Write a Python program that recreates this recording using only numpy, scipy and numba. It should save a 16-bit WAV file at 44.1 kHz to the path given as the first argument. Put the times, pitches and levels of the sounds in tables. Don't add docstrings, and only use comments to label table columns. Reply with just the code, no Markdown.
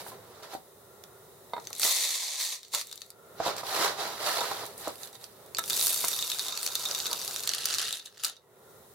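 import sys
import numpy as np
from scipy import signal
from scipy.fft import rfft, irfft, next_fast_len
from scipy.io import wavfile
from scipy.ndimage import uniform_filter1d, map_coordinates
from numba import njit

SR = 44100
rng = np.random.default_rng(int(sys.argv[2]) if len(sys.argv) > 2 else 0)


def wav_record(signal):
    frames = np.transpose(np.atleast_2d(signal))
    bounded = np.clip(frames, -1, 1)
    quanta = np.round(bounded * 32767).astype(np.int16)
    wavfile.write(sys.argv[1], SR, quanta)


N = 394254

# time_s, hum_db, hiss_db
FLOOR = [(0, -49, -55.5), (.6, -57.5, -58), (1.7, -53.5, -56), (1.97, -62.5, -70), (2.4, -76, -67),
         (2.75, -62, -62), (3.1, -61, -64.5), (3.35, -52.5, -56), (4.7, -49.5, -53), (5.2, -57.5, -59),
         (5.75, -49.5, -53), (6.5, -58, -61), (7.1, -51.5, -62), (7.89, -55.5, -63), (7.97, -65, -60),
         (8.4, -65, -72.5), (8.55, -58.5, -64.5), (8.7, -56, -57.5), (8.94, -56.5, -57.5)]
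# start_s, length_s, level_db
WHINES = [(0.886, 0.34, -66.5), (3.187, .3, -63), (8.612, 0.17, -68.5)]
WHINE_FADE_DB_PER_S = 150
# freq_hz, density_db
HUM_COLOUR = [(15, -48), (25, -26.5), (108, -8.5), (313, -18), (382, -5), (727, -14), (794, -16),
              (948, -16), (1180, -18.5), (1350, -17), (1540, -26), (1890, -21.5), (2350, -31),
              (3670, -31.5), (5000, -49), (6500, -75.5), (11000, -120)]
HISS_COLOUR = [(1470, -53), (2500, -30), (3200, -17), (3750, -4), (4500, -11), (6000, -9.5), (11100, -6),
               (16000, -6.5)]
WHINE_COLOUR = [(1100, -32), (1280, -3.5), (1420, 6), (1650, -44.5)]

# time_s, flow_db, brightness_db (sizzle over click)
DIG_VISITS = [
    [(0.0, -41.5, -4.5), (0.038, -58, 3), (0.084, -50.5, 6.5), (0.196, -66, -12), (0.42, -59, -14),
     (0.432, -49, -6), (0.492, -56, -10), (0.538, -45, -2.5), (0.628, -76, -3), (0.68, -70, 1)],
    [(3.36, -64, -3), (3.41, -43.5, -17), (3.47, -33, -7), (3.56, -48, -12), (3.59, -40.5, -2.5),
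     (3.63, -50, -6.5), (3.67, -40, -3), (3.85, -27.5, -6), (3.96, -47, -7.5), (4.01, -35, -8),
     (4.17, -46, -4), (4.27, -31.5, -4.5), (4.63, -43.5, -5), (4.77, -61.5, 1.5), (4.78, -53, 8.5),
     (4.87, -42.5, -6), (4.98, -60, 6), (5.04, -49.5, 6), (5.12, -63, 0), (5.15, -53.5, 2), (5.18, -64, 2),
     (5.23, -56, 3), (5.24, -52.5, 6), (5.28, -64, 0), (5.5, -67.5, 0)],
]
# freq_hz, density_db
DIG_CLICK = [(1000, -23.5), (1700, 2.5), (1920, 2), (2510, -2), (3210, 0), (3920, 5.5), (5490, 0),
             (8000, -6.5), (10400, -47), (17600, -120)]
DIG_BODY = [(71, -60.5), (120, -29), (167, -9), (200, -13), (273, -17.5), (352, -6), (748, 1), (1410, -2),
            (1700, -9), (2210, -54.5), (3740, -120)]
CRINKLE = [(4000, -27), (6500, -5), (9000, 0), (12000, 1), (14000, -5), (16000, -8)]

# time_s, level_db, pitch_hz, t60_s
KNOCKS = [(0.064, -27.5, 860, 0.016), (0.117, -38.5, 1024, 0.079), (0.534, -30.5, 753, 0.071),
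          (0.55, -23.5, 762, 0.022), (1.534, -21.5, 940, 0.033), (1.565, -27, 962, 0.039),
          (1.579, -28.5, 852, 0.044), (1.706, -32.5, 855, 0.028), (1.847, -32, 547, 0.06),
          (2.738, -31.5, 1090, 0.047), (3.401, -17, 670, 0.031), (3.462, -19, 700, 0.045),
          (3.479, -15.5, 570, 0.014), (3.632, -26, 960, 0.029), (3.794, -24.5, 649, 0.081),
          (3.849, -22, 770, 0.0059), (4.41, -26, 954, 0.064), (4.513, -21, 814, 0.029),
          (4.634, -24, 860, 0.016), (4.873, -19, 630, 0.032), (5.586, -21.5, 1320, 0.038),
          (6.041, -15, 990, 0.012), (8.238, -36, 1410, 0.027)]
# pitch_multiple, level_db
SCOOP_MODES = [(.25, -18), (.5, -5.5), (.75, -3.5), (1, 3.5), (1.3, -5.5), (1.65, -10.5), (2.2, -15.5)]
# freq_hz, level_db
RIM_MODES = [(2050, -2), (3700, 0), (4350, -4)]
# from_s, to_s
AT_BAG = [(0, 1.2), (3.3, 5.4)]
RIM_BURIED_DB, RIM_FREE_DB = -24.5, -11
KNOCK_PAN_DB = -3.5
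STRIKE_DB, STRIKE_S = 6, 0.011

# time_s, level_db, pitch_hz, sizzle_db (relative), pan_db (left over right)
TICKS = [(0.3486, -51, 3670, -4, -2.5), (0.4324, -39, 3990, -17.5, -6.5), (1.038, -32.5, 3350, -11, -8),
         (1.4955, -49, 3830, -11, 1), (1.5352, -36, 3740, -17, 0.0), (1.5993, -36, 4130, -24, 0.5),
         (1.6427, -43, 4550, -19, 0.0), (1.6521, -39, 4070, -13, 0), (1.6711, -21.5, 6150, -19, 3),
         (1.7034, -38, 4140, 0, 1.5), (1.7299, -22, 7200, -12, -2), (1.7514, -29, 3920, -8, 4),
         (1.7634, -33.5, 4100, -9, 0), (1.7828, -38, 4600, 5, 0), (1.7971, -20, 4130, -3.5, 1),
         (1.8173, -16, 7410, -10.5, -2.5), (1.8324, -8, 5620, -20, -0.5), (2.4114, -25.5, 3690, -11, -0.5),
         (2.6314, -32, 3630, -17, -0.5), (2.6494, -37, 4400, -15, -1.0), (2.6823, -42, 4300, -7, -2),
         (2.737, -28, 6940, -8, 1), (2.7483, -12, 7400, -11.5, -3), (2.7943, -23, 4820, -12, 0.5),
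         (2.8128, -20, 4830, -11, 1), (2.8707, -37, 7380, -4, -2), (2.8799, -42, 3680, -7, 1.0),
         (2.8944, -39, 3750, -12, -2), (2.9138, -31.5, 3730, -10, 1), (2.927, -23.5, 4100, -14, 0.0),
         (2.9574, -38, 7150, 0, 1), (2.9772, -31.5, 3980, -15, 4), (3.008, -41, 4400, -6, -3),
         (3.018, -26, 4030, -16, 5), (3.0629, -50, 6850, 1, 0.5), (3.1035, -35, 4000, -5, -1),
         (3.566, -29.5, 5090, -6.5, -1), (3.582, -25.5, 5510, -18, -4.0), (3.6678, -24.5, 3960, -21, -5),
         (4.2647, -29.5, 4260, -11.5, -4.5), (4.3161, -24.5, 4200, -11.5, -3),
         (4.4065, -19.5, 3860, -16, -7), (4.6543, -34, 3430, -5.5, -5), (4.6636, -35.5, 3960, 1.5, 2),
         (4.779, -43.5, 4860, 6, -1), (4.88, -32.5, 3660, 0.5, -4), (4.956, -35.5, 5000, -7, -5.0),
         (4.9814, -44, 3750, -9, -2), (5.0333, -28, 3930, -17, -12), (5.0737, -33.5, 4010, -15, -4),
         (5.1297, -40.5, 3900, -5, -1.5), (5.1537, -34, 3910, -22, -7), (5.2126, -43, 3750, -10, -3.0),
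         (5.2413, -26, 5900, -25, -12), (5.462, -48, 3550, 0, 0), (5.548, -18, 4400, -19, 2),
         (5.5697, -19.5, 3920, -23, -2), (5.585, -18, 3730, -3, 1.5), (5.5924, -17, 6580, -8, -1.5),
         (5.6392, -21.5, 3480, -16, -1.5), (5.66, -29, 7030, -5.5, 1.0), (5.6785, -27, 6650, -4, -0.5),
         (5.6987, -16, 4900, -10.5, 4), (5.7054, -14.5, 3800, -16, -5), (5.7309, -16, 3620, -8, 0.0),
         (5.7637, -25, 6770, 1, -0.5), (5.7683, -20, 4050, -5, 0.5), (5.7945, -14.5, 3980, -10, 1),
         (5.8119, -13.5, 4020, -14, -2), (5.8693, -11.5, 4270, -5, -1.5), (5.9763, -23.5, 4530, -4, -1.5),
         (6.0477, -17, 4390, -3.5, 1.5), (6.0833, -16.5, 7100, -2.5, -2), (6.1305, -16, 3680, -12, -3),
         (6.1897, -17.5, 3700, -14.5, 0.5), (6.2249, -15.5, 3700, -16, -1), (6.2998, -15.5, 4150, -18, 1),
         (6.317, -15, 3800, -13.5, -2), (6.3864, -20.5, 3700, -13.5, 2), (6.3943, -16.5, 3820, -14, -0.5),
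         (6.4652, -29, 3750, -5, -1), (6.4833, -17.5, 3770, -13, -2), (6.5236, -21, 3810, -21.5, -1.5),
         (6.575, -16.5, 4470, -12.5, -0.5), (6.63, -18.5, 4400, -6.5, -2), (6.664, -14.5, 4340, -12, 0.5),
         (6.6754, -16, 4050, -17, -1.5), (6.7176, -25.5, 3820, -18, -1.5), (6.734, -34, 6000, -6, -0.5),
         (6.754, -13, 3630, -8, -0.5), (6.8, -33, 4230, -20, -3), (6.8249, -28.5, 4360, -10, 0),
         (6.8538, -15, 3700, -13, -1.5), (6.8872, -20, 5770, -17, 0), (6.9123, -15.5, 5930, -21, -3),
         (6.9486, -15, 3800, -13, 0), (6.989, -19.5, 6100, -10, 1), (7.002, -16.5, 4370, -21, -3),
         (7.0567, -18, 3770, -22, 1.5), (7.0664, -17, 3860, -11, 0), (7.1137, -21, 4000, -9, 0.0),
         (7.1305, -14, 6160, -11.5, -2.5), (7.1886, -24, 6040, -16, 1.0), (7.2158, -19, 4490, -20, -1),
         (7.2486, -26, 6340, -4, 0), (7.2778, -17.5, 4900, -11.5, -1), (7.3103, -23.5, 4150, -8.5, 0.5),
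         (7.3432, -31, 7150, -5, -0.5), (7.3619, -18, 4030, -11.5, -2), (7.3941, -20.5, 6370, -17.5, -0.5),
         (7.4355, -21.5, 4100, -10, 0), (7.4746, -12.5, 4200, -11.5, 0), (7.492, -12, 4270, -16, -2.5),
         (7.5357, -16, 4550, -16, 0.5), (7.5484, -18.5, 4800, -8.5, 1), (7.6051, -29, 3020, -21, -1),
         (7.656, -12, 6300, -7.5, -0.5), (7.685, -26, 2820, -17, -3), (7.6944, -25.5, 4320, -15, 0.5),
         (7.7089, -24, 4560, -25, -4), (7.7275, -17.5, 5760, -28, 0.5), (7.7402, -15, 3400, -16, -1),
         (7.7464, -14.5, 4200, -17, -2.5), (7.7846, -14.5, 4120, -15, -0.5), (7.814, -20, 4180, -18, -0.5),
         (7.855, -21, 3670, -17, 0), (7.8894, -27, 3910, -6, 0), (7.9265, -15.5, 3730, -13, 0.0),
         (7.971, -27.5, 3740, -17, -1), (7.9972, -28.5, 3850, -20, 2.5), (8.055, -35, 3760, -17, -1),
         (8.0591, -28.5, 3770, -19, 0.5), (8.1778, -35.5, 4470, -15.5, -2),
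         (8.2366, -22.5, 4860, -4.5, 3.5), (8.2468, -12, 4800, -15, 1), (8.2506, -17, 3930, -7, 0.0),
         (8.2824, -29, 7800, -6.5, 0), (8.2958, -29, 3730, -17, 0), (8.3664, -37.5, 3820, -23, -0.5)]
# freq_hz, density_db
WALL_COLOUR = [(3200, -35.5), (3580, -9.5), (3700, -5.5), (3850, -10), (4300, -19.5), (4800, -43.5)]
WALL_HZ, WALL_REACH_HZ, WALL_DB, WALL_T60_S = 3740, 250, -15, 0.082

# time_s, flow_db, brightness_db
POUR = [(1.6, -60, -5.5), (1.746, -55, -3.5), (1.844, -27, -0.5), (1.978, -29, -4.5), (2.368, -37, -10),
        (2.414, -32, -4), (2.542, -37, -6), (2.626, -61.5, -13), (2.628, -56, -10), (2.7, -63, -24),
        (2.71, -58.5, -4), (2.742, -32, -5), (2.818, -40.5, -5.5), (2.834, -54, -1.5), (3.11, -66, -1),
        (3.15, -83, 2)]
# time_s, flow_db, brightness_db
REFILL = [(5.61, -57, 9.5), (5.68, -46.5, 2), (5.702, -42, 14), (5.716, -38, -0.5), (5.83, -32, 6),
          (5.932, -36, 4), (6.48, -41, -1.5), (6.542, -42.5, -7), (6.664, -39, 4), (6.686, -41.5, -1),
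          (7.018, -40, -2.5), (7.438, -43.5, 1), (7.45, -43, -15)]
# time_s, flow_db, brightness_db
LEVEL = [(7.45, -44, 5), (7.468, -40.5, -4.5), (7.764, -34, -4), (7.848, -33.5, -7), (7.982, -49, 1),
         (8.032, -57, -16), (8.056, -53.5, 4.5), (8.112, -65, -16), (8.19, -54.5, -11), (8.2, -48, -13),
         (8.222, -52.5, -4), (8.246, -34, 5), (8.354, -59.5, -11.5), (8.362, -62.5, -24), (8.45, -84, 3)]
# time_s, body_boost_db
JOGS = [(1.87, 8), (2.77, 11), (5.6, 19), (5.8, 1), (6.48, 3), (6.68, 6.5), (6.9, 9), (7.12, 11),
        (7.3, 4.5), (8.27, 6.5)]
JOG_S = 0.031
# freq_hz, density_db
EMPTY_CLICK = [(1000, -61), (1700, -16), (1810, -11.5), (2130, -8), (2430, -12.5), (2950, -13.5),
               (3580, -3.5), (4000, -3.5), (4460, -1), (4890, -8), (5820, -5.5), (6210, -3.5), (8000, -7.5),
               (10400, -11), (17600, -120)]
EMPTY_BODY = [(150, -75), (250, -40), (328, -14.5), (515, -7.5), (634, -8), (1080, -5), (1300, -10),
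              (1700, -15.5), (2210, -44), (3740, -120)]
FULL_CLICK = [(1000, -42), (1700, -16.5), (2760, -9), (3130, -10), (3720, -3.5), (4020, -6), (4460, -1),
              (5050, -5), (5860, -3.5), (8000, -8), (10400, -39), (17600, -120)]
FULL_BODY = [(150, -47), (250, -15.5), (318, -13.5), (445, -5), (768, -4), (1280, -1.5), (1700, -6.5),
             (2210, -24), (3740, -120)]
LEVEL_CLICK = [(1000, -31), (1700, 0.5), (2370, -9.5), (2780, 2), (3170, 0), (3770, 3), (4080, 3.5),
               (5460, 0.5), (6380, -1), (8000, -8), (10400, -5), (17600, -120)]
LEVEL_BODY = [(150, -55), (250, -23.5), (382, -17), (738, -8), (1010, -14), (1260, 0.5), (1700, -5),
              (2210, -17.5), (3740, -120)]
SIZZLE = [(4000, -25), (6500, -1), (9000, 2.5), (12000, 2.5), (14800, -1.5), (16000, -8)]
SHADED_SIZZLE = [(4000, -22), (6500, -2), (9000, -3), (12500, -8.5), (16000, -16)]

# freq_hz, likeness (0-1)
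ROOM_ALIKE = [(60, 0.81), (240, 0.83), (950, 0.63), (3770, 0), (15000, 0.19)]
DIG_ALIKE = [(100, 1), (700, 0.97), (3000, 0.2), (15000, 0.32)]
POUR_ALIKE = [(60, 0.75), (380, 1), (2380, 0.77), (15000, 0.27)]
# freq_hz, t60_s
KITCHEN_DECAY = [(200, 0.25), (1500, 0.16), (4000, 0.14), (12000, 0.063)]
TOP_HZ = 15900


def amp(db):
    return 10 ** (np.asarray(db) / 20)


def along(points, hz):
    f, v = np.transpose(points)
    return np.interp(np.log(hz + 1), np.log(f + 1), v)


def curves(rows, start=0, stop=N):
    s, *cols = np.transpose(rows)
    t = np.arange(start, stop) / SR
    return [np.interp(t, s, c) for c in cols]


def filtered(x, response):
    m = next_fast_len(N + SR // 2)
    return irfft(rfft(x, m) * response(np.fft.rfftfreq(m, 1 / SR)), m)[..., :N]


def coloured(x, spectrum):
    hz = np.fft.rfftfreq(4096, 1 / SR)
    cep = irfft(np.log(amp(along(spectrum, hz)) + 1e-6))
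    cep = np.concatenate([cep[:1], 2 * cep[1:len(hz) - 1], np.zeros(len(hz) - 1)])
    pulse = irfft(np.exp(rfft(cep)))
    pulse = pulse[None] / np.linalg.norm(pulse)
    return signal.oaconvolve(np.float32(x), np.float32(pulse), axes=1)[:, :N]


def placed(pair, alike, lag_s=0.):
    m = next_fast_len(N + SR // 2)
    hz, (a, b) = np.fft.rfftfreq(m, 1 / SR), rfft(pair, m)
    turn = np.arccos(np.clip(along(alike, hz), -1, 1)) / 2
    lag = np.exp(-1j * np.pi * hz * lag_s)
    mid, side = a * np.cos(turn), b * np.sin(turn)
    return irfft(np.array([(mid + side) * lag, (mid - side) / lag]), m)[:, :N]


@njit
def add(out, at, crack, ring, fade, slow, step, phase, noise, pick):
    for i in range(len(at)):
        c, s = slow[i] * np.cos(step[i]), slow[i] * np.sin(step[i])
        for k in range(2):
            a, x, y = crack[i], ring[i] * np.cos(phase[i, k]), ring[i] * np.sin(phase[i, k])
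            for n in range(300):
                out[k, at[i] + n] += a * noise[k, pick[i] + n] + y
                a, x, y = a * fade[i], c * x - s * y, s * x + c * y


def bursts(at, size, life_s, hz, tone, length):
    tone, draw = np.clip(tone, 0, 1), rng.random((len(at), 3))
    fade, slow = (amp(-60 / SR / np.clip(k * life_s, 2e-4, .03)) for k in (1, 3.5))
    crack = size * np.sqrt((1 - tone) * (1 - fade ** 2))
    ring = size * np.sqrt(2 * tone * (1 - slow ** 2))
    out = np.zeros((2, length + SR))
    noise = np.sign(rng.standard_normal((2, SR + SR // 8)))
    step, phase = 2 * np.pi * hz / SR, 2 * np.pi * draw[:, :2]
    add(out, at, crack, ring, fade, slow, step, phase, noise, (draw[:, 2] * SR).astype(int))
    return out[:, :length]


def stream(table, click, body, per_s, spread_db, life_s, tone, wash, body_db, dull_share,
           wall_db=None, sizzle=SIZZLE, jogs=()):
    start, stop = round(table[0][0] * SR), round(table[-1][0] * SR)
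    length, wash, out = stop - start, np.clip(wash, 0, 1), np.zeros((2, N))
    when, loud, life, pitch = rng.random((int(per_s * length / SR), 4)).T
    at = (when * length).astype(int)
    size = amp(-spread_db * np.log(0.036 + loud))
    size *= np.sqrt(length / np.sum(size ** 2))

    flow_db, bright_db = curves(table, start, stop)
    t = np.arange(start, stop) / SR
    jog_db = sum(db * np.exp(-((t - s) / JOG_S) ** 2) for s, db in jogs)
    levels = [flow_db, flow_db + body_db - dull_share * bright_db + jog_db, flow_db + bright_db]
    if wall_db is not None:
        levels.append(flow_db + wall_db)

    # colour, lo_hz, hi_hz, life_factor
    layers = ((click, 1700, 8000, 1), (body, 300, 1700, 2.5), (sizzle, 8000, 16000, .7),
              (WALL_COLOUR, 3500, 4400, 2.5))
    for level_db, (spectrum, lo_hz, hi_hz, slow) in zip(levels, layers):
        hz = lo_hz + (hi_hz - lo_hz) * pitch
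        hits = bursts(at, size, slow * life_s * (.5 + life), hz, tone, length)
        hits = np.sqrt(1 - wash) * hits + np.sqrt(wash) * rng.standard_normal((2, length))
        sound = coloured(hits, spectrum)[:, :length]
        out[:, start:stop] += amp(level_db) * sound / np.std(sound)
    return out


def room_tone():
    t, (hum_db, hiss_db) = np.arange(N) / SR, curves(FLOOR)
    sway = map_coordinates(rng.standard_normal(60), [t * 6])
    hum = amp(hum_db + 0.61 * sway) * coloured(rng.standard_normal((2, N)), HUM_COLOUR)
    on = np.zeros(N)
    for start_s, length_s, db in WHINES:
        outside_s = np.clip(np.maximum(start_s - t, t - start_s - length_s), 0, None)
        on += amp(db - WHINE_FADE_DB_PER_S * outside_s)
    whine = on * coloured(rng.standard_normal((2, N)), WHINE_COLOUR)
    hiss = amp(hiss_db) * coloured(rng.standard_normal((2, N)), HISS_COLOUR)
    return placed(hum + whine, ROOM_ALIKE, lag_s=5e-5) * amp([[-.8], [.8]]) + hiss


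def dig_in_bag():
    dig = sum(stream(visit, DIG_CLICK, DIG_BODY, per_s=1000, spread_db=2.5, life_s=0.0062, tone=0.31,
                     wash=0.59, body_db=-3, dull_share=0.44, sizzle=CRINKLE) for visit in DIG_VISITS)
    return placed(dig, DIG_ALIKE, lag_s=6e-5) * amp([[-1.5], [1.5]])


def ring_modes(modes, t):
    return sum(amp(db + rng.normal(0, 1.35)) * np.sin(2 * np.pi * hz * t + rng.normal(0, 1))
               for hz, db in modes)


def knocks():
    out, t = np.zeros(N + SR), np.arange(SR // 8) / SR
    for s, db, hz, t60_s in KNOCKS:
        buried = any(a < s < b for a, b in AT_BAG)
        rim_db = RIM_BURIED_DB if buried else RIM_FREE_DB
        hollow = ring_modes([(hz * k, level) for k, level in SCOOP_MODES], t) * amp(-60 * t / max(t60_s, .005))
        rim = ring_modes(RIM_MODES, t) * amp(rim_db - 60 * t / 0.032)
        chatter = 1 + 0.92 * uniform_filter1d(rng.standard_normal(len(t)), size=24)
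        onset = 1 - np.exp(-t / 0.00067)
        out[round(s * SR):][:len(t)] += amp(db - 5.5) * (hollow + rim) * chatter * onset
    s, db, hz, _ = np.transpose(KNOCKS)
    at = np.round(s * SR).astype(int)
    strike = bursts(at, amp(db + STRIKE_DB), STRIKE_S + 0 * s, hz, 0, N)[:1]
    return (out[:N] + coloured(strike, DIG_BODY)) * amp([[KNOCK_PAN_DB / 2], [-KNOCK_PAN_DB / 2]])


def ticks():
    s, db, hz, sizzle_db, pan_db = np.transpose(TICKS)
    at = np.round(s * SR).astype(int)
    life_s = 0.007 * np.exp(0.22 * rng.standard_normal(len(s)))
    click = coloured(bursts(at, amp(db + 8.5), life_s, hz, 0.071, N), FULL_CLICK)
    body = coloured(bursts(at, amp(db - 9.0), life_s, hz / 4, 0.031, N), LEVEL_BODY)
    sizzle = coloured(bursts(at, amp(db + sizzle_db + 18.0), 1.3 * life_s, 2 * hz, 0.042, N), SIZZLE)
    match = np.exp(-((hz - WALL_HZ) / WALL_REACH_HZ) ** 2)
    impulses = np.bincount(at, amp(db + WALL_DB) * match, N)
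    struck = signal.lfilter([1], [1, -amp(-60 / SR / WALL_T60_S)], impulses)
    wall = coloured(struck * rng.standard_normal((2, N)), WALL_COLOUR)
    side_db = np.interp(np.arange(N), at, pan_db)
    return click + body + sizzle + wall, amp([side_db / 2, -side_db / 2])


def pour_into_empty():
    return stream(POUR, EMPTY_CLICK, EMPTY_BODY, per_s=1300, spread_db=3.0, life_s=0.0043, tone=0.21,
                  wash=0.39, body_db=-19.5, dull_share=0.033, wall_db=-15.5, jogs=JOGS)


def pour_onto_heap():
    return stream(REFILL, FULL_CLICK, FULL_BODY, per_s=700, spread_db=3.0, life_s=0.003, tone=0.31,
                  wash=0.31, body_db=-12, dull_share=0.59, wall_db=-10, jogs=JOGS)


def level_heap():
    return stream(LEVEL, LEVEL_CLICK, LEVEL_BODY, per_s=900, spread_db=5.5, life_s=0.0021, tone=0.31,
                  wash=0.19, body_db=-13.5, dull_share=0.076, wall_db=-23, sizzle=SHADED_SIZZLE, jogs=JOGS)


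def kitchen(x):
    hz, t, z = signal.stft(rng.standard_normal((2, SR // 2)), SR, nperseg=256)
    decay = amp(-60 * t / along(KITCHEN_DECAY, hz)[:, None])
    tail = signal.istft(z * decay, SR, nperseg=256)[1]
    tail = tail / np.linalg.norm(tail[0])
    late = np.pad(x.mean(axis=0), (130, 0))[None]
    return signal.fftconvolve(np.float32(late), np.float32(tail), axes=1)[:, :N]


def scene():
    floor = room_tone()
    bag = dig_in_bag()
    bumps = knocks()
    single, spot = ticks()
    hopper = pour_into_empty() + pour_onto_heap() + level_heap() + single
    near = placed(hopper, POUR_ALIKE) * spot + bumps + bag
    return near + amp(-7) * kitchen(near) + floor


def record(dry):
    soft = dry / (1 + np.abs(dry / .5) ** 4) ** (1 / 4)
    return filtered(soft, lambda hz: (1j * hz / (1j * hz + 45)) ** 3 * (hz < TOP_HZ))


dry = scene()
out = record(dry)
wav_record(out)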